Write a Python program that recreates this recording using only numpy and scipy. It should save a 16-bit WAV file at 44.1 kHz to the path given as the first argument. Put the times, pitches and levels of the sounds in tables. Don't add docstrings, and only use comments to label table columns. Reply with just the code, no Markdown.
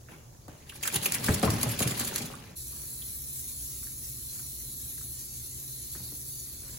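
import sys
import numpy as np
from scipy import signal
from scipy.fft import rfft, irfft, next_fast_len
from scipy.io import wavfile
from scipy.ndimage import uniform_filter1d, map_coordinates

SR = 44100
rng = np.random.default_rng(int(sys.argv[2]) if len(sys.argv) > 2 else 0)


def store_pcm(level_fs):
    pcm = np.round(np.clip(level_fs, -1, 1) * 32767).astype(np.int16)
    wavfile.write(sys.argv[1], SR, np.atleast_2d(pcm).T)


N = 299117
TIME = np.arange(N) / SR
SIZE = next_fast_len(N + SR, True)
FREQS = np.arange(SIZE // 2 + 1) * SR / SIZE + 1e-3

# [t/s of first ear slap,
# its level/dB, time from first to second ear slap/s, second ear level/dB,
# time from first ear slap to the whip's peak/s (negative: before it), whip level/dB]
HEAD_TWISTS = [(0.697, -48, 0.062, -44.5, 0.046, -52), (0.835, -30.5, 0.042, -28, 0.022, -34),
               (0.944, -26, 0.016, -22.5, -0.0064, -35), (1.032, -32, 0.0282, -21.5, .016, -32),
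               (1.123, -34, 0.025, -27, 0.015, -34), (1.244, -28.5, 0.046, -33, .021, -30),
               (1.324, -36.5, 0.02, -27, -0.012, -38), (1.431, -31, 0.02, -32, 0.018, -35),
               (1.505, -30, 0.034, -34.5, .018, -40), (1.599, -43, 0.034, -26, .017, -35),
               (1.694, -33.5, 0.023, -34.5, .016, -38), (1.794, -29, 0.034, -25, 0.017, -34),
               (1.877, -29.5, 0.034, -31.5, 0.02, -36), (1.997, -27.5, 0.014, -32, -.02, -34.5),
               (2.05, -31.5, 0.025, -35, 0.027, -35.5), (2.16, -30, 0.022, -31.5, -.018, -37.5),
               (2.222, -36.5, 0.036, -39.5, 0.092, -52)]
# [t/s, level/dB]
CRACKS = [(.482, -41), (0.694, -39), (0.6987, -38), (0.8287, -26), (.835, -23), (0.8764, -16.5),
          (.926, -28), (.9425, -31), (0.962, -19), (1.029, -31), (1.0625, -24), (1.1218, -14),
          (1.143, -20.5), (1.344, -26), (1.504, -25), (1.6137, -23), (1.631, -16), (1.791, -21),
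          (1.804, -18), (1.821, -19), (1.8755, -22.5), (1.997, -29), (2.047, -29), (2.077, -23),
          (2.16, -16.5)]
# [t/s at full vigour, t/s when it slackens, rise/(dB/s), fall/(dB/s)]
HEAD_VIGOUR = (0.93, 2.152, 78, 51)
BODY_VIGOUR = (1.28, 1.57, 42, 15.6)
# [t/s, knock level/dB, boom level/dB, settled floor pitch f/Hz]
PAW_STAMPS = [(.481, -45.5, -40, 204), (.953, -37, -29.5, 133.6), (1.06, -38.5, -47, 240),
              (1.285, -28, -16.5, 157), (1.296, -37, -23, 89), (1.431, -20, -17.5, 158),
              (1.458, -34, -20.5, 140), (1.474, -29, -32, 183), (1.482, -37, -18.5, 93.4),
              (1.532, -38, -27, 144), (1.582, -39, -34.5, 220), (1.635, -34, -30.5, 198),
              (1.66, -35, -26.5, 113), (1.807, -30, -26.5, 185), (1.855, -41, -23.5, 111),
              (1.908, -44, -32, 154), (2.005, -39, -32.5, 197), (2.203, -41, -35, 197),
              (2.234, -50, -34, 134), (2.302, -45, -53, 237), (5.953, -63, -44.5, 237),
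              (6.001, -59, -45, 150), (6.121, -59, -43.5, 238)]
# [f/Hz, width/Hz, level/dB]
PANEL_MODES = [(67, 34, -6), (115, 130, -0.5), (194, 127, -3.5), (283, 51, -8)]
SHELL_MODES = [(400, 75, -6), (432, 23, 2.5), (537, 110, -3.5), (760, 160, -4.5), (796.4, 32, 1),
               (1148, 100, -3.5), (1170, 52, -5.5), (1230, 87, -9.5), (1540, 66, -26), (2020, 3100, -23.5)]
# [t/s, level/dB, f/Hz]
AIR_POCKETS = [(0.085, -47, 1600), (.603, -58, 2100), (.622, -56, 2500), (0.694, -39, 2920),
               (0.72, -42.5, 1540), (0.833, -30, 2660), (.852, -30, 1530), (.876, -31, 1530),
               (.961, -30, 3570), (1.057, -23.5, 2590), (1.142, -36, 1900), (1.153, -32, 1960),
               (1.283, -24, 1730), (1.476, -26.5, 1110), (1.598, -41, 1450), (1.824, -30, 2640),
               (1.918, -36, 1780), (2.012, -34, 3300), (2.338, -38, 1210), (2.724, -53, 1070),
               (3.019, -44, 3430), (3.827, -51, 1650), (3.869, -53, 1690), (4.355, -56, 1500),
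               (4.392, -51, 1440), (4.977, -51.5, 1540), (5.01, -52, 1380), (5.95, -46, 1500)]
# [t/s of the peak, level/dB, swell/s, fade/s]
FUR_STROKES = [(.088, -46, 0.00069, 0.076), (.485, -53, 0.002, 0.12), (2.75, -57.5, 0.051, 0.3),
               (4.39, -59.5, 0.066, 0.054), (5.96, -53, 0.023, 0.1), (6.65, -57.5, 0.12, 0.6)]
# [t/s, level/dB of the upper hiss, level/dB of the lower hiss]
WATER_LEVELS = [(2.6, -45, -50.5), (3.18, -43.5, -51.5), (3.29, -42.5, -49.5), (3.81, -44, -49),
                (5.13, -44, -51.5), (5.18, -46.5, -49.5), (6.34, -44.5, -51), (6.78, -50, -52)]
# [t/s, centre f/Hz, level/dB]
SIZZLE_PATH = [(2.6, 4220, -57.5), (2.73, 4320, -59.5), (3.24, 4135, -60), (3.81, 4410, -60),
               (4.93, 4100, -59), (5.25, 4460, -59), (5.64, 4112, -59), (6.03, 4350, -53),
               (6.21, 4328, -64.5), (6.27, 4507, -56.5), (6.73, 4194, -59), (6.78, 4490, -65)]
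# [f/Hz, level/dB]
FAN_HUM = [(59.5, -78), (119, -61.5), (134.6, -60.5), (242, -68.5), (361, -69.5), (1195, -82.5)]
# [f/Hz, level/dB per Hz]
SLAP_SPECTRUM = [(200, -16.5), (500, -15), (900, -10.5), (1600, -5), (2800, -5), (4200, -4), (5500, -5.5),
                 (7000, -0.5), (9000, 0.5), (11500, -1.5), (15500, -5)]
DROP_SPECTRUM = [(400, 7), (800, -3), (1300, -7), (2200, -4.5), (3500, 0), (5200, -2), (7000, -3.5),
                 (9000, -3.5), (11500, -4), (15500, -6)]
HISS_SPECTRUM = [(900, -22), (1300, -22), (2200, -18), (3150, -17.5), (3700, -10.5), (4400, -14),
                 (5000, -9), (6000, -4.5), (7300, -1.5), (9000, 0.5), (11000, 2.5), (13000, 1),
                 (15500, -1.5)]
ROOM_SPECTRUM = [(25, -4), (50, 0), (130, 5), (200, -9.5), (370, -10.5), (700, -17), (1500, -28),
                 (3000, -38.5), (6500, -20.5), (10000, -26.5), (15500, -26.5)]
FAN_SPECTRUM = [(25, -11), (40, -4.5), (62, 8.5), (100, -3.5), (128, 6.5), (165, -10.5), (260, -9),
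                (370, -15), (520, -21.5), (800, -30.5)]
# [f/Hz, correlation]
STEREO_LIKENESS = [(100, 0.985), (170, 0.94), (300, 0.65), (600, 0.46), (1500, 0.029), (3500, 0.27),
                   (5500, 0.016), (7000, 0.71), (8550, 1), (9700, 0.9), (10900, 1), (12200, 0.81),
                   (13450, .99), (14600, 0.98), (15700, 0.13)]
# [f/Hz, lag/turns]
LEFT_LAG = [(0, 0), (6000, 0), (8550, .5), (10900, 1), (13450, 1.5), (15700, 2)]

SLAP_DB, SLAP_SWELL_S, SLAP_FADE_S, SLAP_STRETCH_DB = -21, 0.0031, 0.007, 15.5
CRACK_SWELL_S, CRACK_FADE_S = .0002, 0.0017
WHIP_SWELL_S, WHIP_FADE_S = 0.008, 0.017
SPRAY_DB, SKIN_DB, DRIP_DB = -41, -37.5, -66
FLEX_LAG_S, FLEX_FADE_CYCLES = 0.0033, 1.35
SQUELCH_FADE_S = 0.0085
WATER_ON_S, WATER_RISE_S = 2.552, .02
SIZZLE_TRIM_DB, SIZZLE_WIDTH_HZ = 2, 560
ROOM_T60_S = 0.41
CUTOFF_HZ = 15900


def slaps():
    strands = tub_walls(texture(colour(SLAP_SPECTRUM), grain_db=3.5, grains_per_s=1400), echo_db=-13.5)
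    strands = shifting(strands, depth_db=3.0, per_s=45, width_hz=780, size=256)
    volleys = from_db(3.0) * bursts(ear_blows()) * steadied(strands, span_s=0.0036)

    high_pass = 1 / (1 + 1500 / (1j * FREQS))
    tips = steadied(texture(colour(SLAP_SPECTRUM) * high_pass), span_s=0.001)
    cracks = tips * bursts([(s, db - 1.5, CRACK_SWELL_S, CRACK_FADE_S) for s, db in CRACKS])
    return volleys + cracks


def ear_blows():
    blows = []
    for s, first_db, gap, second_db, whip_delay, whip_db in HEAD_TWISTS:
        for at, db in ((s, first_db), (s + gap, second_db)):
            stretch = 2 ** min((SLAP_DB - db) / SLAP_STRETCH_DB, 1)
            blows.append((at, db, SLAP_SWELL_S * stretch, SLAP_FADE_S * stretch))
        blows.append((s + whip_delay, whip_db, WHIP_SWELL_S, WHIP_FADE_S))
    return blows


def shaking_coat():
    spray = tub_walls(texture(colour(DROP_SPECTRUM), grain_db=0.0, grains_per_s=750), echo_db=-9.0)
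    spray = shifting(spray, depth_db=4.0, per_s=70, width_hz=339, size=256)
    drops = spray * from_db(2.7 * drift(90) - 0.7) + from_db(-4.5) * droplets()
    drop_gain = np.hypot(from_db(SPRAY_DB) * vigour(*HEAD_VIGOUR), from_db(DRIP_DB))

    skin_colour = colour([(70, -0.5), (130, 4.5), (240, 3.5), (400, -9.5), (900, -13.5),
                          (2500, -14.0), (8000, -46.0)])
    skin = steadied(texture(skin_colour, side_db=-4.5), span_s=0.032)
    skin_gain = from_db(SKIN_DB) * vigour(*BODY_VIGOUR)
    return (drop_gain * drops + skin_gain * skin) * (TIME < WATER_ON_S)


def vigour(full_s, slack_s, rise_db_per_s, fall_db_per_s):
    below_full = rise_db_per_s * np.maximum(full_s - TIME, 0)
    past_slack = fall_db_per_s * np.maximum(TIME - slack_s, 0)
    return from_db(-below_full - past_slack)


def droplets(per_s=260, count=16):
    landings = rng.random(N) < per_s / SR
    sizes = landings * from_db(3.6 * np.minimum(rng.exponential(1, N), 2.5))
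    dealt, out = rng.integers(0, count, N), 0
    for k, hz in enumerate(np.geomspace(850, 11000, count)):
        tick = signal.lfilter(*signal.iirpeak(hz, 12.0, fs=SR), sizes * (dealt == k) + 1e-18)
        pan = from_db(rng.normal(0, 7.0) * np.array([[1], [-1]]))
        out = out + rms_one(tick) * pan
    return rms_one(out)


def thumps(boom_fade_s=0.026, knock_fade_s=0.016, low_hz=50, knock_pan_db=2.1):
    panels = resonances(PANEL_MODES) / (1 + 1j * FREQS / 700) ** 2 / (1 + low_hz / (1j * FREQS)) ** 2
    shell = resonances(SHELL_MODES) / (1 + 1j * FREQS / 4000) ** 2
    knock = struck([(s, db - 0.5) for s, db, _, _ in PAW_STAMPS], shell)

    shudder = steadied(texture(panels, side_db=-5), span_s=0.0156)
    shudder = shudder * bursts([(s + 0.011, db - 6.5, .002, boom_fade_s) for s, _, db, _ in PAW_STAMPS])

    skid = steadied(texture(shell, grain_db=7.5, grains_per_s=740, side_db=-3), span_s=0.0073)
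    skid = skid * bursts([(s + 0.00058, db - 0.5, .0007, knock_fade_s) for s, db, _, _ in PAW_STAMPS])
    pan = from_db([[knock_pan_db], [-knock_pan_db]])
    return floor_flex() + shudder + (knock + skid) * pan


def floor_flex(glide=0.74, glide_s=0.0058):
    out, t = np.zeros(N), TIME[:SR // 4]
    for s, _, db, hz in PAW_STAMPS:
        phase = 2 * np.pi * np.cumsum(hz * (1 + glide * np.exp(-t / glide_s))) / SR
        swing = np.sin(phase) * np.exp(-t * hz / FLEX_FADE_CYCLES) * (1 - np.exp(-2 * t * hz))
        out[int((s + FLEX_LAG_S) * SR):][:len(t)] += from_db(db + 7.0) * swing
    return out


def squelches(sharpness=2.24, spatter_db=-19):
    out = np.zeros((2, N))
    t = TIME[:SR // 4]
    for s, db, hz in AIR_POCKETS:
        pocket = signal.iirpeak(hz, sharpness, fs=SR)
        fizz = rng.standard_normal((2, len(t))) + rng.standard_normal(len(t))
        excitation = signal.lfilter(*pocket, fizz) + from_db(spatter_db) * fizz
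        ring = rms_one(signal.lfilter(*pocket, excitation))
        envelope = np.exp(-t / SQUELCH_FADE_S) * (1 - np.exp(-t / 0.00082))
        at = int(s * SR)
        out[:, at:at + len(t)] += from_db(db) * ring * envelope
    return out


def rubbing():
    fur_colour = colour([(200, 7.5), (400, 3.0), (800, -3.0), (1400, -2.5), (2300, -5.0),
                         (3200, -9.5), (4300, -15), (9000, -15)])
    fur = texture(fur_colour, grain_db=3.0, grains_per_s=420)
    return bursts(FUR_STROKES) * shifting(fur, depth_db=3.0, per_s=42, width_hz=200)


def water():
    top_db, lower_db = in_time(WATER_LEVELS)
    hiss = tub_walls(texture(colour(HISS_SPECTRUM), grain_db=2.0, grains_per_s=1600), echo_db=-14)
    hiss = shifting(hiss, depth_db=3.5, per_s=18, width_hz=100, size=1024)
    top = filtered(hiss, 1 / (1 + (8500 / FREQS) ** 10))
    hiss = top * from_db(top_db + 6.0) + (hiss - top) * from_db(lower_db + 12.5)
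    flutter = from_db(0.8 * drift(45))
    return flutter * hiss + sizzle()


def sizzle():
    hz, db = in_time(SIZZLE_PATH)
    response = resonances([(hz.mean(), SIZZLE_WIDTH_HZ, 0)]) ** 2
    band = shifting(texture(response), depth_db=3.5, per_s=13, width_hz=110, size=1024)
    glide = np.exp(2j * np.pi * np.cumsum(hz - hz.mean()) / SR)
    return from_db(db + SIZZLE_TRIM_DB) * np.real(signal.hilbert(band, SIZE)[:, :N] * glide)


def fan():
    hum = sum(np.sqrt(2) * from_db(db) * np.sin(2 * np.pi * hz * TIME + 0.93 * drift(5.2))
              for hz, db in FAN_HUM)
    rumble = texture(colour(FAN_SPECTRUM) / np.sqrt(1 + (FREQS / 1200) ** 4), side_db=4.0)
    return from_db(-49.0) * rumble + hum


def room(x, wall_hz=5000, first_echo_s=0.0051, side_db=2.5):
    tail = rms_one(rng.standard_normal((2, N))) * from_db(-60 * TIME / ROOM_T60_S) * (TIME > first_echo_s)
    mid, side = rfft(tail / np.sqrt(np.sum(tail ** 2)), SIZE)
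    alike = np.clip(over_hz(STEREO_LIKENESS), 0, 1)
    mid = mid * np.sqrt(1 + alike)
    side = side * np.sqrt(1 - alike) * from_db(side_db)
    return filtered(x, np.array([mid + side, mid - side]) / np.sqrt(1 + (FREQS / wall_hz) ** 2))


def tub_walls(x, echo_db, count=6):
    delays = (rng.uniform(.002, .011, count) * SR).astype(int)
    return rms_one(x + from_db(echo_db) * sum(np.roll(x, d, axis=-1) for d in delays))


def shifting(x, depth_db, per_s, width_hz, size=512):
    hz, s, cells = signal.stft(x, SR, nperseg=size)
    chance = rng.standard_normal((200, 600))
    places = np.meshgrid(hz / width_hz, s * per_s, indexing="ij")
    swell = map_coordinates(chance, places, order=3, mode="mirror")
    return rms_one(signal.istft(cells * from_db(depth_db * swell), SR, nperseg=size)[1][..., :N])


def texture(response, grain_db=0, grains_per_s=2000, side_db=0):
    alike = np.clip(over_hz(STEREO_LIKENESS), 0, 1)
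    impacts = rng.standard_normal((2, N)) * from_db(grain_db * drift(grains_per_s))
    mid, side = filtered(impacts, response * np.sqrt([1 + alike, 1 - alike]))
    side = side * from_db(side_db)
    return rms_one(np.array([mid + side, mid - side]))


def steadied(x, span_s):
    power = uniform_filter1d(np.mean(x ** 2, axis=0), max(int(span_s * SR), 2))
    return x / np.sqrt(np.abs(power) + 1e-9)


def bursts(rows):
    power = np.zeros(N)
    for s, db, swell, fade in rows:
        near = slice(max(int((s - 10 * swell) * SR), 0), int((s + 10 * fade) * SR))
        t = TIME[near] - s
        power[near] += (from_db(db) * np.exp(np.minimum(t / swell, -t / fade))) ** 2
    return np.sqrt(power)


def struck(blows, response):
    s, db = np.transpose(blows)
    ring = irfft(response, SIZE)[:SR // 4]
    clicks = np.zeros(N)
    clicks[(s * SR).astype(int)] = from_db(db)
    return signal.fftconvolve(clicks, ring / np.abs(ring).max())[:N]


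def resonances(modes):
    return sum((-1) ** k * from_db(db) / (1 + 1j * hz / width * (FREQS / hz - hz / FREQS))
               for k, (hz, width, db) in enumerate(modes))


def colour(points):
    return from_db(over_hz(points)) / np.sqrt(1 + (.7 * points[0][0] / FREQS) ** 6)


def over_hz(points):
    hz, value = np.transpose(points)
    return np.interp(np.log(FREQS), np.log(hz), value)


def in_time(rows):
    s, *columns = np.transpose(rows)
    return [np.interp(TIME, s, c) for c in columns]


def filtered(x, response):
    return irfft(rfft(x, SIZE) * response, SIZE)[..., :N]


def drift(per_s):
    return np.interp(TIME * per_s, np.arange(N), np.clip(rng.standard_normal(N), -2.3, 2.3))


def from_db(db):
    return 10 ** (np.asarray(db) / 20)


def rms_one(x):
    return x / np.sqrt(np.mean(x ** 2) + 1e-20)


def scene():
    washing = np.clip((TIME - WATER_ON_S) / WATER_RISE_S, 0, 1)
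    dog = slaps() + shaking_coat() + thumps() + squelches() + rubbing()
    quiet = from_db(-51.5) * texture(colour(ROOM_SPECTRUM), side_db=2.5)
    background = (TIME < WATER_ON_S) * quiet + washing * (water() + fan())
    return dog + from_db(-7.5) * room(dog) + background


def record(dry):
    lag = np.exp(-2j * np.pi * np.interp(FREQS, *np.transpose(LEFT_LAG)))
    top = 1 / np.sqrt(1 + (FREQS / CUTOFF_HZ) ** 240)
    return filtered(dry, np.array([lag * top, top]))


dry = scene()
out = record(dry)
store_pcm(out)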